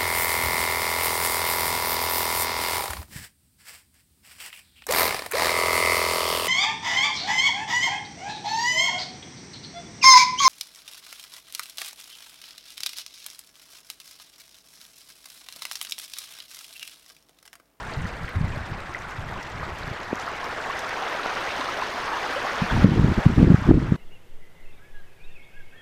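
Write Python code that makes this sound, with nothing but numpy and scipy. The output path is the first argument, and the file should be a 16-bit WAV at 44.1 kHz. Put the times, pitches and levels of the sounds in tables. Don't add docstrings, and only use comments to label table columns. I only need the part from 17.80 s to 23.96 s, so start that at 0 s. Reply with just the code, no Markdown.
import sys
import numpy as np
from scipy import signal
from scipy.fft import rfft, irfft
from scipy.io import wavfile
from scipy.ndimage import uniform_filter1d

SR = 44100
rng = np.random.default_rng(int(sys.argv[2]) if len(sys.argv) > 2 else 0)


def dump(signal):
    limited = np.clip(np.atleast_2d(signal).T, -1, 1)
    pcm = np.round(limited * 32767).astype(np.int16)
    wavfile.write(sys.argv[1], SR, pcm)


N = 271782
TIME_S = np.arange(N) / SR

# start in seconds, length in seconds, relative level in dB.
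WIND_GUSTS = [(0, 0.95, -47), (0.153, .11, -31), (0.311, 0.028, -36), (0.406, 0.038, -32.5),
              (0.546, 0.13, -27.5), (0.675, 0.14, -34), (0.89, 0.056, -34), (1.37, 0.22, -38.5),
              (1.712, 0.24, -38), (2, 0.089, -37.5), (4.811, 0.028, -22.5), (4.907, 0.17, -20.5),
              (5.039, 0.28, -16.5), (5.36, 0.024, -14), (5.442, 0.093, -17), (5.558, 0.17, -10),
              (5.753, 0.29, -23.5), (5.864, 0.11, -8.5), (5.993, 0.21, -19.5)]
# centre in seconds, relative level in dB, frequency in Hz.
HARD_EDDIES = [(0.19, -23, 116), (0.244, -24, 139), (0.57, -15.5, 83), (0.614, -15.5, 161),
               (0.646, -17, 106), (1.393, -21, 108), (2.115, -22, 117), (4.823, -10, 158),
               (5.047, 7.5, 176), (5.069, -7, 210), (5.197, -0.5, 133), (5.246, -1, 148), (5.467, 4, 137),
               (5.582, -0.5, 197), (5.631, 7.5, 185), (5.705, 3, 154), (5.721, 2.5, 202), (5.745, 6, 132),
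               (5.913, 9, 293), (5.981, 1, 190), (6.123, 4, 159)]
# time in seconds, peak in dB, pitch in Hz, decay in cycles.
BIG_BUBBLES = [(0.255, -27, 1800, 4.4), (0.483, -24, 1850, 2.2), (1.148, -19.5, 1940, 4.9),
               (1.561, -27.5, 970, 5.3), (1.829, -25, 1160, 7.8), (2.479, -17.5, 1190, 1.9),
               (2.899, -21.5, 1056, 7.3), (3.222, -24, 724, 8), (3.396, -21, 1230, 5.1),
               (3.447, -22.5, 990, 3), (3.462, -14, 704, 0.78), (3.569, -20, 1340, 4),
               (3.812, -24, 985, 6.5), (4.022, -19.5, 980, 6), (4.32, -25.5, 838, 10.6),
               (4.435, -25.5, 770, 8), (4.562, -24.5, 514, 7.9), (4.651, -20, 720, 3.7),
               (4.964, -22.5, 870, 7)]
# start in seconds, relative ring level in dB, pitch in Hz, tick in dB.
BRIGHT_SPLASHES = [(0.137, -32, 4430, -55), (0.493, -48, 5000, -45), (1.189, -36, 6120, -52),
                   (1.629, -31.5, 5420, -46), (2.033, -29, 4070, -56), (2.356, -33, 6000, -43),
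                   (2.399, -29, 5600, -45), (2.643, -26, 5200, -41), (2.992, -27, 6240, -33),
                   (3.093, -31, 5690, -41), (3.81, -22.5, 3600, -52)]
# frequency in Hz, relative density in dB.
SHALLOW_SPECTRUM = [(40, 12.5), (150, 6), (450, -1), (850, 2.5), (1400, 1.5), (2000, -1.5), (2900, -13.5),
                    (4500, -21.5), (6500, -28), (8700, -30.5), (10500, -38.5), (13000, -39.5), (15500, -46)]
DEEP_SPECTRUM = [(40, -10), (170, -11), (400, -2.5), (750, 2), (1150, 2.5), (1800, -1), (2550, -9.5),
                 (3800, -18), (5800, -25), (7600, -33), (10500, -43), (13000, -42), (15500, -46)]
# time in seconds, centre in Hz, depth in dB.
TREBLE_NOTCH = [(0, 10400, -1), (1.1, 10200, 2), (1.6, 9100, 5), (2.3, 8500, 7), (2.8, 7700, 0),
                (3.6, 7300, 5), (5, 7750, 3.5), (6.1, 10400, 1)]
# centre in seconds, half length in seconds, extra spray in dB.
WAVELETS = [(0.125, 0.039, 2.5), (1.99, .05, 2), (2.417, 0.03, 3), (2.967, 0.08, 1.5), (3.777, 0.35, 2.5),
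            (4.353, 0.25, 2), (5.5, 0.12, 0.5)]
# time in seconds, nearness 0-1 (level), depth 0-1 (colour).
WALK = [(0, 0.1, 0.15), (1.0, 0, 0), (1.7, 0.12, 0.3), (2.28, 0.28, 0.3), (2.5, 0.57, 0.64),
        (2.85, 0.58, 0.6), (3.3, 0.9, 0.93), (4.2, 0.8, 0.74), (4.6, 0.96, 0.87), (4.95, 1, 0.65),
        (5.35, 0.88, 0.56), (5.6, 0.91, 0.4), (6.15, 0.68, 0.5)]


def gain_of(db):
    return 10 ** (np.asarray(db) / 20)


def unit_rms(x):
    return x / np.sqrt(np.mean(x ** 2) + 1e-20)


def spectrum_db(points, hz):
    point_hz, db = np.transpose(points)
    return np.interp(np.log(hz + 1), np.log(point_hz), db)


def follow(rows, t):
    times_s, *columns = np.transpose(rows)
    return [np.interp(t, times_s, column) for column in columns]


def add(mix, start_s, sound):
    part = mix[max(round(start_s * SR), 0):][:len(sound)]
    part += sound[:len(part)]


def band(x, lo_hz, hi_hz, order=2):
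    sos = signal.butter(order, [lo_hz, hi_hz], "band", fs=SR, output="sos")
    return unit_rms(signal.sosfiltfilt(sos, x, padtype=None))


def patches(shape, frames, bins):
    field = rng.standard_normal(shape)
    for axis, size in enumerate((frames, bins)):
        field = signal.fftconvolve(field, np.expand_dims(np.hanning(size), 1 - axis), "same")
    return unit_rms(field)


def knock(start_s=2.3293, from_hz=750, to_hz=170, glide_s=0.0012, attack_s=0.0008, decay_s=0.0019):
    out, t = np.zeros(N), np.arange(SR // 20) / SR
    hz = to_hz + (from_hz - to_hz) * np.exp(-t / glide_s)
    envelope = (1 - np.exp(-t / attack_s)) * np.exp(-t / decay_s)
    add(out, start_s, gain_of(-4) * envelope * np.sin(2 * np.pi * np.cumsum(hz) / SR))
    return out


def gust(start_s, length_s, db, attack_s=0.023, release_s=0.011):
    age_s = np.maximum(TIME_S - start_s, 0)
    release = np.exp(-np.maximum(age_s - length_s, 0) / release_s)
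    return gain_of(db) * np.minimum(age_s / attack_s, 1) * release


def wind(soft_hz=(15, 150), hard_hz=(50, 275), order=3.96, lumps_db=3, calm_db=-27, full_db=-12):
    strength = sum(gust(*row) for row in WIND_GUSTS)
    hz, noise = np.fft.rfftfreq(N, 1 / SR), rfft(rng.standard_normal(N))
    soft, hard = (unit_rms(irfft(noise * hz / (hz + low) / np.sqrt(1 + (hz / top) ** (2 * order)), N))
                  for low, top in (soft_hz, hard_hz))
    force = np.clip((20 * np.log10(strength + 1e-9) - calm_db) / (full_db - calm_db), 0, 1)
    lumps = gain_of(lumps_db * band(rng.standard_normal(N), 24.6, 38.7))
    flow = ((1 - force) * soft + force * hard) * lumps
    flow /= np.sqrt(uniform_filter1d(flow ** 2, size=2600) + 1e-6)
    return gain_of(0.5) * strength * flow


def eddy(hz, width_cycles=0.31):
    cycles = hz * (np.arange(SR // 10) - SR // 20) / SR
    return np.cos(2 * np.pi * cycles + rng.uniform(0, 2 * np.pi)) / np.cosh(cycles / width_cycles)


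def buffets(bite_ratio=2.38):
    out = np.zeros(N)
    for centre_s, db, hz in HARD_EDDIES:
        swirl = eddy(hz)
        bite = gain_of(db / 2 - 15) * eddy(hz * bite_ratio)
        add(out, centre_s - 0.05, gain_of(db - 0.5) * (swirl + bite))
    return out


def bubble(hz, cycles, rise):
    age = np.arange(0, 7, hz / cycles / SR)
    envelope = (1 - np.exp(-age * 4)) * np.exp(-age)
    return envelope / envelope.max() * np.sin(2 * np.pi * cycles * (age + rise * age ** 2 / 2))


def splash(ring_db, hz, tick_db, tick_s=0.0011, scatter_s=0.004):
    t = np.arange(SR // 20) / SR
    tick = band(rng.standard_normal(len(t)), 3000, 14000, order=1) * np.exp(-t / tick_s)
    scatter = band(rng.standard_normal(len(t)) ** 3, 2400, 6400) * np.exp(-t / scatter_s)
    out = gain_of(tick_db) * tick + gain_of(ring_db - 13) * scatter
    add(out, 0, gain_of(ring_db) * bubble(hz, cycles=4, rise=0.035))
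    return out


def splashes(far_db=-44.5, near_db=-43, spread_db=7, small_count=170):
    out = np.zeros(N)
    for start_s, ring_db, hz, tick_db in BRIGHT_SPLASHES:
        add(out, start_s, splash(ring_db - 2, hz, tick_db))
    for when, size, octaves in rng.random((small_count, 3)):
        start_s = when * N / SR
        near, _ = follow(WALK, start_s)
        ring_db = far_db + (near_db - far_db) * near + spread_db * size ** 2
        add(out, start_s, splash(ring_db, 3300 * 2 ** octaves, tick_db=ring_db - 9))
    return out


def plops():
    out = np.zeros(N)
    for time_s, db, hz, cycles in BIG_BUBBLES:
        add(out, time_s - 1 / hz, gain_of(db) * bubble(hz, cycles, rise=59 / hz))
    return out


def swarm(lo_hz, hi_hz, per_s, cycles, rise, spread_db, sizes=60):
    out = np.zeros(N)
    for hz in np.geomspace(lo_hz, hi_hz, sizes):
        births = rng.random(N) < per_s / sizes / SR
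        gains = gain_of(spread_db * np.minimum(rng.standard_exponential(N), 4))
        decay_scale, rise_scale = rng.uniform(0.5, 1.5, 2)
        ring = bubble(hz, cycles * decay_scale, rise * rise_scale)
        out += np.sqrt(hz) * unit_rms(signal.oaconvolve(births * gains, ring)[:N])
    return unit_rms(out) * np.sqrt((hi_hz - lo_hz) / (SR / 2))


def churn():
    wash = rng.standard_normal(N)
    glugs = swarm(321, 1602, per_s=80, cycles=11, rise=0.1154, spread_db=2.5, sizes=40)
    gurgle = swarm(270.6, 2655, per_s=1100, cycles=3.05, rise=0.07, spread_db=2.5)
    drips = swarm(1498.5, 10130, per_s=300, cycles=17.4, rise=0.0805, spread_db=3.5)
    spray = swarm(2880, 11500, per_s=800, cycles=2.2, rise=0.015, spread_db=1.5)
    ticks = swarm(4800, 15500, per_s=120, cycles=2.6, rise=0.022, spread_db=1.5, sizes=20)
    layers = [(wash, -4), (glugs, -12.5), (gurgle, -6), (drips, -11), (spray, -6), (ticks, -10)]
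    return sum(gain_of(db) * layer for layer, db in layers)


def stream(far_db=-37, near_db=-27.5, spray_far_db=-14, spray_near_db=-11.5, spray_from_hz=2700):
    spectra = signal.stft(churn(), nperseg=512, noverlap=384)[2].T
    t = np.linspace(0, N / SR, len(spectra))[:, None]
    hz = np.linspace(1, SR / 2, spectra.shape[1])
    near, depth = follow(WALK, t)
    treble = 1 / (1 + (spray_from_hz / hz) ** 8)
    patch_db = 1.57 * patches(spectra.shape, frames=15, bins=11) * (1 - 0.5 * treble)
    clump_db = 3 * patches(spectra.shape, frames=11, bins=130) * treble * (0.6443 - 0.47 * near)
    spectra = spectra * gain_of(patch_db + clump_db)

    notch_hz, notch_db = follow(TREBLE_NOTCH, t)
    notch = np.exp(-0.5 * (np.log2(hz / notch_hz) / 0.088) ** 2)
    water_db = (1 - depth) * spectrum_db(SHALLOW_SPECTRUM, hz) + depth * spectrum_db(DEEP_SPECTRUM, hz)
    colour = gain_of(water_db - notch_db * notch)
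    body, top = (np.sqrt((colour[:, (hz > lo) & (hz < hi)] ** 2).sum(1, keepdims=True) / len(hz))
                 for lo, hi in [(650, 2500), (3000, 12000)])
    rush_db = (1 - near) * far_db + near * near_db
    wavelet_db = sum(db * np.exp(-((t - centre_s) / half_s) ** 2) for centre_s, half_s, db in WAVELETS)
    spray_db = (1 - near) * spray_far_db + near * spray_near_db + wavelet_db
    spectra = spectra * gain_of(rush_db) * colour / body * (gain_of(spray_db) * body / top) ** treble
    return signal.istft(spectra.T, nperseg=512, noverlap=384)[1][:N]


def scene():
    return (stream() + plops() + splashes() + wind() + buffets() + knock())[None]


def record(dry, ceiling_db=1.14, recovery_db_per_s=9.5, cutoff_hz=15650):
    level_db = 20 * np.log10(abs(signal.hilbert(dry[0])) + 1e-9)
    over_db = np.maximum(level_db - ceiling_db, 0)
    recovery_db = recovery_db_per_s * TIME_S
    duck_db = np.maximum.accumulate(over_db + recovery_db) - recovery_db
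    ducked = dry * gain_of(-uniform_filter1d(duck_db, size=150))
    clipped = ducked / (1 + ducked ** 8) ** (1 / 8)
    lowpass = signal.firwin(511, cutoff_hz, window=("kaiser", 9), fs=SR)
    return signal.oaconvolve(clipped, lowpass[None], "same")


dry = scene()
out = record(dry)
dump(out)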